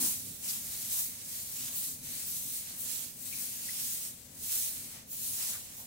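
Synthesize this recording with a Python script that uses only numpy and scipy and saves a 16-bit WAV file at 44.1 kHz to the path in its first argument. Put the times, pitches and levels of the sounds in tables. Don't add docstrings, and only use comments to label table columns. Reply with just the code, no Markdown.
import sys
import numpy as np
from scipy import signal
from scipy.fft import rfft, irfft, next_fast_len
from scipy.io import wavfile
from scipy.ndimage import map_coordinates

SR = 44100
rng = np.random.default_rng(int(sys.argv[2]) if len(sys.argv) > 2 else 0)


def file_out(sig):
    cols = np.atleast_2d(sig).T
    lim = np.clip(cols, -1, 1)
    pcm = np.round(lim * 32767).astype(np.int16)
    wavfile.write(sys.argv[1], SR, pcm)


N = 258426
TIME = np.arange(N) / SR
TOP_HZ = 15800
FIRM_DB = -38
STROKE_TIPS_DB, SIZZLE_PER_DB = -2.5, 0.1
FLICK_S, FLICK_TILT_DB, FLICK_TIPS_DB = 0.095, 3.0, 5
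STROKE_DIRECT, FLICK_DIRECT = 0.19, 0.4
STROKE_SHADE_DB, FLICK_SHADE_DB = 4.5, 11
SHADE_POWER = 6.7
RISE_SHARE = 0.41
PORT_LAG_MS = 0.493
PORT_TILT_DB = 0.77


# hardest_push_s [s], length_s [s], level_db [dB], tilt_db [dB per octave], bearing_deg [degrees]
FULL_STROKES = [(0.02, 0.22, -28.2, 2, -11.5), (0.235, 0.41, -42, 1.5, 83), (0.5, 0.18, -33, 1.1, -20),
                (0.757, 0.44, -36.5, 1.2, 0), (0.961, 0.2, -31, 2.5, -19.5), (1.14, 0.24, -44.5, 0.2, 80),
                (1.35, 0.35, -38, 1, -63), (1.648, 0.33, -36, 0.5, -3.5), (1.845, 0.19, -36.5, 2.1, -29.5),
                (2.144, 0.31, -36.5, 0.4, -73), (2.364, 0.23, -36.5, 2.5, -45),
                (2.53, 0.2, -36.2, 2.0, -42), (2.696, 0.24, -41.5, -0.5, -63),
                (2.918, 0.29, -35, 0.8, 89.5), (3.295, 0.3, -38.7, 1.6, -89), (3.455, 0.36, -38, 0.6, -67),
                (3.72, 0.35, -36, 0.4, 55), (3.867, 0.27, -35, 2.2, 41), (4.034, 0.14, -37.5, 1.0, -46),
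                (4.239, 0.5, -51.2, -0.1, -94), (4.558, 0.31, -30.5, 1.8, 72), (4.809, 0.26, -42, 0, -76),
                (4.949, 0.14, -48.5, -3.5, -82), (5.266, 0.31, -35, 2, 39.5), (5.445, 0.23, -33, 0, 21),
                (5.709, 0.41, -46, -0.7, -54)]


def full_strokes():
    total = np.zeros((2, N))
    for peak_s, length_s, level_db, tilt_db, bearing_deg in FULL_STROKES:
        tips_db = STROKE_TIPS_DB + SIZZLE_PER_DB * (level_db - FIRM_DB)
        total += stroke(peak_s, length_s, level_db, tilt_db, tips_db,
                        bearing_deg, STROKE_SHADE_DB, STROKE_DIRECT)
    return total


# hardest_push_s [s], level_db [dB], bearing_deg [degrees]
LIGHT_FLICKS = [(1.538, -46.5, -5), (1.778, -39.5, -30), (2.298, -41.5, -44), (2.808, -44, -84),
                (3.399, -45, -82), (5.128, -44.5, 5.5), (5.78, -50, 72)]


def flicks():
    total = np.zeros((2, N))
    for peak_s, level_db, bearing_deg in LIGHT_FLICKS:
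        total += stroke(peak_s, FLICK_S, level_db, FLICK_TILT_DB, FLICK_TIPS_DB,
                        bearing_deg, FLICK_SHADE_DB, FLICK_DIRECT)
    return total


# frequency_hz [Hz], level_db [dB]
BRISTLE_SPECTRUM = [(250, -41), (500, -17.5), (850, -16), (1250, -17), (1900, -12.5), (3000, -10),
                    (4100, -6.5), (5000, -6.5), (6300, -3.5), (8200, -0.5), (9500, -1), (13000, -2),
                    (15800, -0.5)]


def stroke(peak_s, length_s, level_db, tilt_db, tips_db, bearing_deg, shade_db, direct,
           tips_hz=8000, shadow_hz=6000):
    rise_s, fall_s = length_s * RISE_SHARE, length_s * (1 - RISE_SHARE)
    start = int(np.clip((peak_s - 2 * rise_s) * SR, 0, N - SR // 10))
    n = min(next_fast_len(int(2 * length_s * SR) + SR // 20), N - start)
    t = TIME[start:start + n] - peak_s
    pressure = np.exp(-(t / np.where(t < 0, rise_s, fall_s)) ** 2)
    scrape = stems(n) * pressure

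    hz = bins(n)
    side = np.array([[0.5], [-0.5]])
    lag_s = PORT_LAG_MS / 1000 * np.sin(np.radians(bearing_deg))
    direct_sound = rfft(scrape) * np.exp(-2j * np.pi * hz * side * lag_s)
    echoes = rfft(walls(scrape))
    heard = np.sqrt(direct) * direct_sound + np.sqrt(1 - direct) * echoes

    octaves = np.log2(np.clip(hz, 1000, TOP_HZ) / tips_hz)
    bristles = unit(shape(BRISTLE_SPECTRUM, hz) * (hz < TOP_HZ))
    colour = bristles * undb(tilt_db * octaves + tips_db * np.maximum(octaves, 0))

    pan_db = -shade_db * np.sign(bearing_deg) * abs(bearing_deg / 90) ** SHADE_POWER
    treble = np.minimum(hz / shadow_hz, 1)
    shadow = undb(side * (pan_db * treble + PORT_TILT_DB * octaves))

    out = np.zeros((2, N))
    out[:, start:start + n] = irfft(heard * colour * shadow, n) * undb(level_db)
    return out


def stems(n, snaps_per_s=7000, spread_db=3.0, rub=0.82,
          judder_db=0.4, judder_rate=150, snag_db=0.5, snag_rate=40):
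    sizes = undb(spread_db * np.minimum(rng.exponential(size=n), 6))
    signs = rng.choice([-1, 1], n)
    slips = rng.random(n) < snaps_per_s / SR
    snaps = unit(sizes * signs * slips)
    grip = undb(judder_db * walk(n, judder_rate) + snag_db * walk(n, snag_rate))
    return unit((snaps + rub * rng.standard_normal(n)) * grip)


def walls(x, floor_s=0.00047, parapet_s=0.0085, parapet_share=0.86):
    t = TIME[:SR // 10]
    early = np.exp(-t / floor_s)
    late = np.exp(-t / parapet_s)
    spread = (1 - parapet_share) * early / early.sum() + parapet_share * late / late.sum()
    energy = np.maximum(signal.fftconvolve(x ** 2, spread)[:len(x)], 0)
    return np.sqrt(energy) * rng.standard_normal((2, len(x)))


def flex(x, depth_db=1.0, rate=14, band_hz=550):
    hz, t, frames = signal.stft(x, SR, nperseg=512)
    rows, columns = hz / band_hz, t * rate
    patches = rng.standard_normal((int(rows[-1]) + 2, int(columns[-1]) + 2))
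    grid = np.meshgrid(rows, columns, indexing="ij")
    drift = unit(map_coordinates(patches, grid, order=1))
    return signal.istft(frames * undb(depth_db * drift), SR)[1][:, :N]


# peak_s [s], length_s [s], pitch_hz [Hz], width_hz [Hz, of each of two stages], level_db [dB]
STEM_CATCHES = [(0.045, 0.087, 920, 700, -56), (.497, 0.015, 5270, 2800, -38.5),
                (0.974, 0.038, 960, 700, -60), (3.333, 0.019, 2430, 477, -48.5),
                (3.39, 0.043, 2420, 600, -56), (3.691, 0.0076, 1940, 330, -45.5),
                (5.552, 0.028, 1510, 1500, -51.5), (5.813, 0.04, 785, 350, -62)]


def catches():
    return sum(ring(*row) for row in STEM_CATCHES)


def bump():
    return ring(peak_s=0.029, length_s=0.062, pitch_hz=233, width_hz=130, level_db=-46.0, channels=1)


def ring(peak_s, length_s, pitch_hz, width_hz, level_db, channels=2):
    hz = bins(N)
    detuning = (hz / pitch_hz - pitch_hz / hz) * pitch_hz / width_hz
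    resonance = 1 / (1 + 1j * detuning) ** 2
    rubbed = unit(irfft(rfft(rng.standard_normal((channels, N))) * resonance, N))
    swell = np.exp(-((TIME - peak_s) / length_s) ** 2)
    return rubbed * swell * undb(level_db)


# frequency_hz [Hz], level_db [dB]
TOWN_SPECTRUM = [(20, -31), (48, -7), (80, -0.5), (99, 3), (122, -0.5), (160, 1), (205, -1), (245, 2),
                 (285, -5), (350, -13.5), (520, -14), (1000, -41.5), (2500, -26)]
# time_s [s], level_db [dB]
RUMBLE_LEVEL = [(0, -53.2), (.45, -54), (.6, -56.5), (3.5, -57.5), (5.86, -58.5)]


def town(trim_db=-0.35, swell_db=1.1, swell_rate=14):
    level_db = np.interp(TIME, *np.transpose(RUMBLE_LEVEL)) + swell_db * walk(N, swell_rate)
    return coloured(TOWN_SPECTRUM, channels=1) * undb(level_db + trim_db)


# frequency_hz [Hz], level_db [dB]
BREEZE_SPECTRUM = [(18, -7), (45, 0.5), (75, -3), (130, -15), (300, -9.5), (1000, -60)]


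def breeze(level_db=-69, gust_db=2.5, gust_rate=5):
    return coloured(BREEZE_SPECTRUM, channels=2) * undb(level_db + gust_db * walk(N, gust_rate))


# frequency_hz [Hz], level_db [dB]
AIR_SPECTRUM = [(30, -21), (120, -13), (280, -7.5), (400, -1), (550, 2), (1100, -7), (2500, -5),
                (6000, -7.5), (15800, -19)]


def air(level_db=-61.5):
    return coloured(AIR_SPECTRUM, channels=2) * undb(level_db)


def undb(db):
    return 10 ** (np.asarray(db) / 20)


def unit(x):
    return x / np.sqrt(np.mean(x ** 2) + 1e-18)


def bins(n):
    return np.maximum(np.fft.rfftfreq(n, 1 / SR), 1)


def shape(points, hz):
    at, db = np.transpose(points)
    return undb(np.interp(np.log(hz), np.log(at), db))


def coloured(points, channels):
    white = rng.standard_normal((channels, N))
    return unit(irfft(rfft(white) * shape(points, bins(N)), N))


def walk(n, rate):
    knots = rng.standard_normal(int(n / SR * rate) + 2)
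    return unit(np.interp(np.arange(n) / SR * rate, np.arange(len(knots)), knots))


def scene():
    sweeping = flex(full_strokes() + flicks())
    background = town() + breeze() + air()
    return sweeping + catches() + bump() + background


def record(dry):
    low_pass = signal.ellip(10, 0.1, 80, TOP_HZ, fs=SR, output="sos")
    return signal.sosfilt(low_pass, dry)


dry = scene()
out = record(dry)
file_out(out)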